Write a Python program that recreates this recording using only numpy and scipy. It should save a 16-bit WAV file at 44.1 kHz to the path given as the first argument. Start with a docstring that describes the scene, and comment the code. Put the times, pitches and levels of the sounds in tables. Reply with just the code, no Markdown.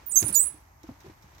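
"""A wooden pedal bike rolls round its slatted wooden track on a garden terrace.
A dry joint squeals in two swings, jumping from mode to mode and rasping as it lets go, while the wheel knocks over the slats.
Paving and a plank wall give the squeal a short tail, over a quiet outdoor background."""
import sys
import numpy as np
from scipy import signal
from scipy.fft import rfft, irfft
from scipy.io import wavfile

SR = 44100
rng = np.random.default_rng(int(sys.argv[2]) if len(sys.argv) > 2 else 0)


def generate_wav(sig):
    """Save sig (samples, or channels by samples) to the path in sys.argv[1] as 16-bit PCM at SR."""
    pcm = np.round(np.clip(np.atleast_2d(sig).T, -1, 1) * 32767).astype(np.int16)
    wavfile.write(sys.argv[1], SR, pcm)


N = 61739

# one row for each mode that the joint locks on to
# (start s, length s, first Hz, middle Hz, last Hz, level dB, swell over the note dB, octave overtone dB, roughness 0-1)
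SQUEALS = [
    (.061, .027, 15480, 14760, 14450, -31, 0, -40, .2),  # fixed
    (.092, .028, 9600, 9170, 8950, -32, -5, -30, .15),  # fixed
    (.112, .011, 7150, 7060, 7000, -32, 0, -16, .4),
    (.113, .007, 11550, 11450, 11350, -34, 0, -30, .6),
    (.119, .040, 8230, 7970, 7660, -24, -2, -12, .1),  # fixed
    (.156, .026, 6365, 6362, 6378, -13.5, 1, -9, .03),  # fixed
    (.181, .013, 6450, 6930, 7200, -16.5, 0, -8, .18),  # fixed
    (.199, .026, 9300, 9790, 9900, -25, -4, -30, .25),  # fixed
    (.241, .031, 9820, 9580, 9460, -26, 10, -30, .15),  # fixed
    (.271, .033, 9520, 9900, 10000, -26, -13, -30, .2),  # fixed
    (.324, .021, 9780, 9580, 9000, -23.5, -2, -30, .22),  # fixed
    (.338, .016, 4500, 4600, 4850, -38, 7, -20, .6),
    (.344, .010, 7850, 7740, 7480, -17.5, 0, -9, .28),  # fixed
    (.353, .038, 6940, 6895, 6985, -17, -7, -3, .035),  # fixed
    (.391, .043, 7690, 8010, 8170, -16.5, -9, -12, .06),  # fixed
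    (.426, .056, 9530, 9715, 9930, -26, 7, -30, .04)]  # fixed
ATTACK_S, RELEASE_S = 0.0036, 0.002
JITTER_HZ, JITTER_PER_S, FLUTTER_DB = 554, 1200, 1.5
JOINT_PAN_DB = -20.5  # left minus right
# the joint slips and scrapes without ringing: (start s, length s, level dB)
RASPS = [(.156, .006, -37), (.188, .022, -35), (.232, .012, -38), (.250, .030, -46), (.281, .007, -35), (.292, .014, -49),  # fixed
         (.3255, .004, -34), (.336, .008, -42), (.345, .009, -30), (.428, .004, -37)]  # fixed
RASP_COLOUR = [(1000, -25), (3000, -27), (4000, -14.5), (4600, -13.5), (5600, -18.5), (7200, -4.5), (8200, 7), (8750, -10), (9400, -1.5), (10600, -12.5), (12500, 0.5), (15500, -9)]  # (Hz, dB)
SLIPS_PER_S, SLIP_SPREAD_DB, RASP_RELEASE_S = 1200, 5.5, .006
# the wheel meets a slat: (s, peak dB, pitch Hz, t60 s)
KNOCKS = [(.221, -27, 133.8, 0.076), (0.2271, -26, 345, 0.045), (.239, -23, 118.7, .08), (.263, -33.5, 301, 0.1), (.288, -31.5, 320, 0.048),
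          (0.298, -30.5, 190, .08), (0.311, -35.5, 222.7, 0.019), (0.372, -44.5, 290, 0.13), (.392, -46, 584, 0.063), (0.464, -48.5, 1287, 0.082), (0.541, -45.5, 303, 0.1), (0.839, -37, 320, 0.08),
          (0.8891, -27.5, 252.3, 0.055), (0.902, -37, 108.4, 0.066), (.915, -42.5, 278, 0.083), (1.044, -43.5, 362, 0.15), (1.062, -37.5, 372.4, 0.09), (1.079, -41, 136, 0.083), (1.097, -38.5, 317, 0.048), (1.24, -48.5, 180, .08)]
SLAT_MODES = [(1, 0.5, 0.94), (1.42, -17, 0.47), (2.1, -13, .8), (2.7, -10.5, .6), (3.8, -17.5, 0.4), (4.5, -24, 0.46)]  # (pitch ratio, dB, share of the t60)
CONTACT_S, CRACK_DB, CRACK_S, KNOCK_LAG_S = 0.0011, -10.5, .007, 0.00024
CRACK_COLOUR = [(150, 14.5), (400, 8.5), (700, 3), (1150, -2.5), (1600, -12), (5000, -30)]  # (Hz, dB)
# wheel rolling on wood: (s, dB)
ROLL = [(0, -58), (.1, -60), (.2, -53.5), (0.231, -43), (.25, -47.5), (.32, -48), (.43, -53.5), (0.468, -52), (.5, -58), (.55, -60), (.6, -63), (.77, -74.5), (.86, -59.5), (.99, -63.5), (1.06, -57), (1.116, -59), (1.161, -65.5), (1.4, -59.5)]
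ROLL_COLOUR = [(28, -25.5), (50, 0.5), (80, 12), (160, 0), (350, -2), (500, -5), (1000, -3.5), (2000, -6), (3200, -12), (6000, -14.5), (15000, -33.5)]  # (Hz, dB)
ROLL_DB, ROLL_GRAINS_PER_S, ROLL_SPREAD_DB = 2.5, 1800, 1.5
GARDEN = [(25, -30.5), (84, 3.5), (195, -15.5), (326, -13), (463, -20), (887, -5.5), (1520, -17.5), (2220, -16.5), (3250, -37.5), (6210, -21.5), (9570, -40), (12500, -22), (16000, -37)]  # (Hz, dB)
GARDEN_DB = -59.5
RUMBLE, RUMBLE_DB = [(28, -43.5), (42, -6), (54, 7), (85, -3), (130, -5.5), (250, -45)], -58.5  # (Hz, dB)
LIKENESS = [(100, 0.94), (300, 0.77), (600, .1), (1500, 0), (16000, 0)]  # (Hz, correlation of left and right)
AIR_PAN = [(100, 0), (1500, 2), (2500, 0), (4400, -5), (8000, -14.5), (15000, -23.5)]  # (Hz, left minus right dB)
EARLY_T60_S, EARLY_DB, EARLY_DELAY_S = 0.086, -8, 0.0052
TOP_HZ = 15800  # fixed
# loose wooden parts clack and tick: (s, level dB, decay s)
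TICKS = [(0.2278, -26.5, 0.0031), (.286, -39.5, 0.0077), (.463, -65, 0.0044), (.546, -78, 0.0027), (.832, -51.5, 0.0083), (.875, -57.5, 0.0075), (1.004, -52.5, 0.0096),
         (1.064, -57.5, 0.0081), (1.122, -65, 0.0035), (1.223, -56.5, 0.015), (1.348, -57, 0.0086), (1.381, -54, 0.014)]
TICK_COLOUR = [(600, -11), (1400, -15.5), (2000, 6.5), (2900, -10.5), (3800, 2), (4600, -4.5), (5500, 5.5), (8000, -8.5), (10500, -20), (13000, -4.5), (16000, -9.5)]  # (Hz, dB)
TAIL_T60_S = .24  # fixed
TAIL_DB, TAIL_PAN_DB, TAIL_DELAY_S = -12.5, -15.5, 0.01
SQUEAL_DB = -.3
RASP_DB = 3.5
EARLY_PAN_DB = -14
LOW_CUT_HZ = 52


def undb(db):
    return 10 ** (np.asarray(db) / 20)


def unit(x):
    """Scale to rms 1."""
    return x / np.sqrt(np.mean(x ** 2))


def along_hz(points):
    """Read (Hz, value) points at every frequency bin."""
    hz, value = np.array(points, float).T
    return np.interp(np.log(np.arange(N // 2 + 1) * SR / N + 1), np.log(hz), value)


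def colour(x, points):
    """Give a sound the spectrum of (Hz, dB) points, at rms 1."""
    return unit(irfft(rfft(x) * undb(along_hz(points)), N))


def walk(rate):
    """Smooth chance with a spread of 1."""
    return unit(signal.sosfilt(signal.butter(4, rate / 2, fs=SR, output="sos"), rng.standard_normal(N)))  # fixed


def grains(rate, spread_db):
    """Random tiny clicks of uneven size."""
    return (rng.random(N) < rate / SR) * undb(spread_db * rng.standard_normal(N)) * rng.choice([-1, 1], N)


def gate(age, length, attack, release):
    """Attack, hold, release."""
    return np.sin(np.clip(age / attack, 0, 1) * np.pi / 2) ** 2 * np.exp(-np.maximum(age - length, 0) / release)


def spread(a, b, points):
    """Two unrelated sounds as a wide one: bass alike on both sides, treble leaning right."""
    alike = np.clip(along_hz(LIKENESS), -1, 1)
    mid, side = rfft(a) * np.sqrt(1 + alike), rfft(b) * np.sqrt(1 - alike)
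    lean = undb(along_hz(AIR_PAN) / 2)
    pair = np.array([(mid + side) * lean, (mid - side) / lean]) / np.hypot(lean, 1 / lean)
    return colour(irfft(pair, N), points)


def squeal(t):
    """Stick-slip tone with its octave; the pitch bends within a mode and shakes when the grip is rough."""
    out = np.zeros(N)
    jitter, flutter = walk(JITTER_PER_S), walk(JITTER_PER_S)
    for start, length, first, middle, last, db, swell_db, octave_db, rough in SQUEALS:
        u = np.clip((t - start) / length, 0, 1)
        hz = first + (last - first) * u + (2 * middle - first - last) * 2 * u * (1 - u)
        phase = 2 * np.pi * np.cumsum((hz + rough * JITTER_HZ * jitter) * (t > start)) / SR
        tone = np.sin(phase) + undb(octave_db) * np.sin(2 * phase) * (2 * hz < SR / 2)
        out += np.sqrt(2) * tone * gate(t - start, length, ATTACK_S, RELEASE_S) * undb(db + swell_db * (u - .5) + rough * FLUTTER_DB * flutter)
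    return out


def rasp(t):
    """Bursts of irregular slips in the same joint."""
    push = sum(undb(db) * gate(t - start, length, ATTACK_S / 10, RASP_RELEASE_S) for start, length, db in RASPS)
    return push * colour(grains(SLIPS_PER_S, SLIP_SPREAD_DB), RASP_COLOUR)


def knocks(t):
    """Each slat rings briefly at its own pitch, with a dull crack of contact."""
    ring, contact = np.zeros(N), np.zeros(N)
    for start, db, hz, t60 in KNOCKS:
        age = np.maximum(t - start, 0)
        blow = undb(db) * (1 - np.exp(-age / CONTACT_S))
        contact += blow * np.exp(-age / CRACK_S)
        for ratio, mode_db, share in SLAT_MODES:
            ring += blow * undb(mode_db) * np.sin(2 * np.pi * hz * ratio * age) * np.exp(-np.log(1000) * age / (t60 * share))
    crack = undb(CRACK_DB) * contact * spread(*rng.standard_normal((2, N)), CRACK_COLOUR)
    return np.array([np.interp(t - KNOCK_LAG_S, t, ring), ring]) + crack


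def rolling(t):
    """Grainy rub of the wheel on the track."""
    when, db = np.array(ROLL).T
    grit = [grains(ROLL_GRAINS_PER_S, ROLL_SPREAD_DB) for _ in range(2)]
    return undb(np.interp(t, when, db) + ROLL_DB) * spread(*grit, ROLL_COLOUR)


def garden():
    """Faint outdoor hush over a low rumble."""
    hush = spread(*rng.standard_normal((2, N)), GARDEN)
    return undb(GARDEN_DB) * hush + undb(RUMBLE_DB) * spread(*rng.standard_normal((2, N)), RUMBLE)


def echoes(x, t, delay, t60):
    """Scattered reflections that die away."""
    response = rng.standard_normal((2, N)) * (t > delay) * np.exp(-np.log(1000) * t / t60)
    return signal.fftconvolve(x[None], unit(response) / np.sqrt(N), axes=1)[:, :N]


def ticks(t):
    """Sharp dry clacks of the wooden frame."""
    push = sum(undb(db) * gate(t - start, 0, ATTACK_S / 20, decay) for start, db, decay in TICKS)
    return push * spread(*rng.standard_normal((2, N)), TICK_COLOUR)


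def scene():
    """The joint and its reflections lean right; the track and the garden lie in the middle."""
    t = np.arange(N) / SR
    joint = undb(SQUEAL_DB) * squeal(t) + undb(RASP_DB) * rasp(t)
    frame = undb(EARLY_DB) * undb([[EARLY_PAN_DB], [0]]) * echoes(joint, t, EARLY_DELAY_S, EARLY_T60_S)
    terrace = undb(TAIL_DB) * undb([[TAIL_PAN_DB], [0]]) * echoes(joint, t, TAIL_DELAY_S, TAIL_T60_S)
    return joint * undb([[JOINT_PAN_DB], [0]]) + frame + terrace + knocks(t) + ticks(t) + rolling(t) + garden()


def record(dry):
    """The recorder thins the deepest bass and cuts the top."""
    thin = signal.sosfilt(signal.butter(2, LOW_CUT_HZ, "high", fs=SR, output="sos"), dry)
    return signal.sosfilt(signal.ellip(10, .2, 70, TOP_HZ, fs=SR, output="sos"), thin)  # fixed


dry = scene()
out = record(dry)
generate_wav(out)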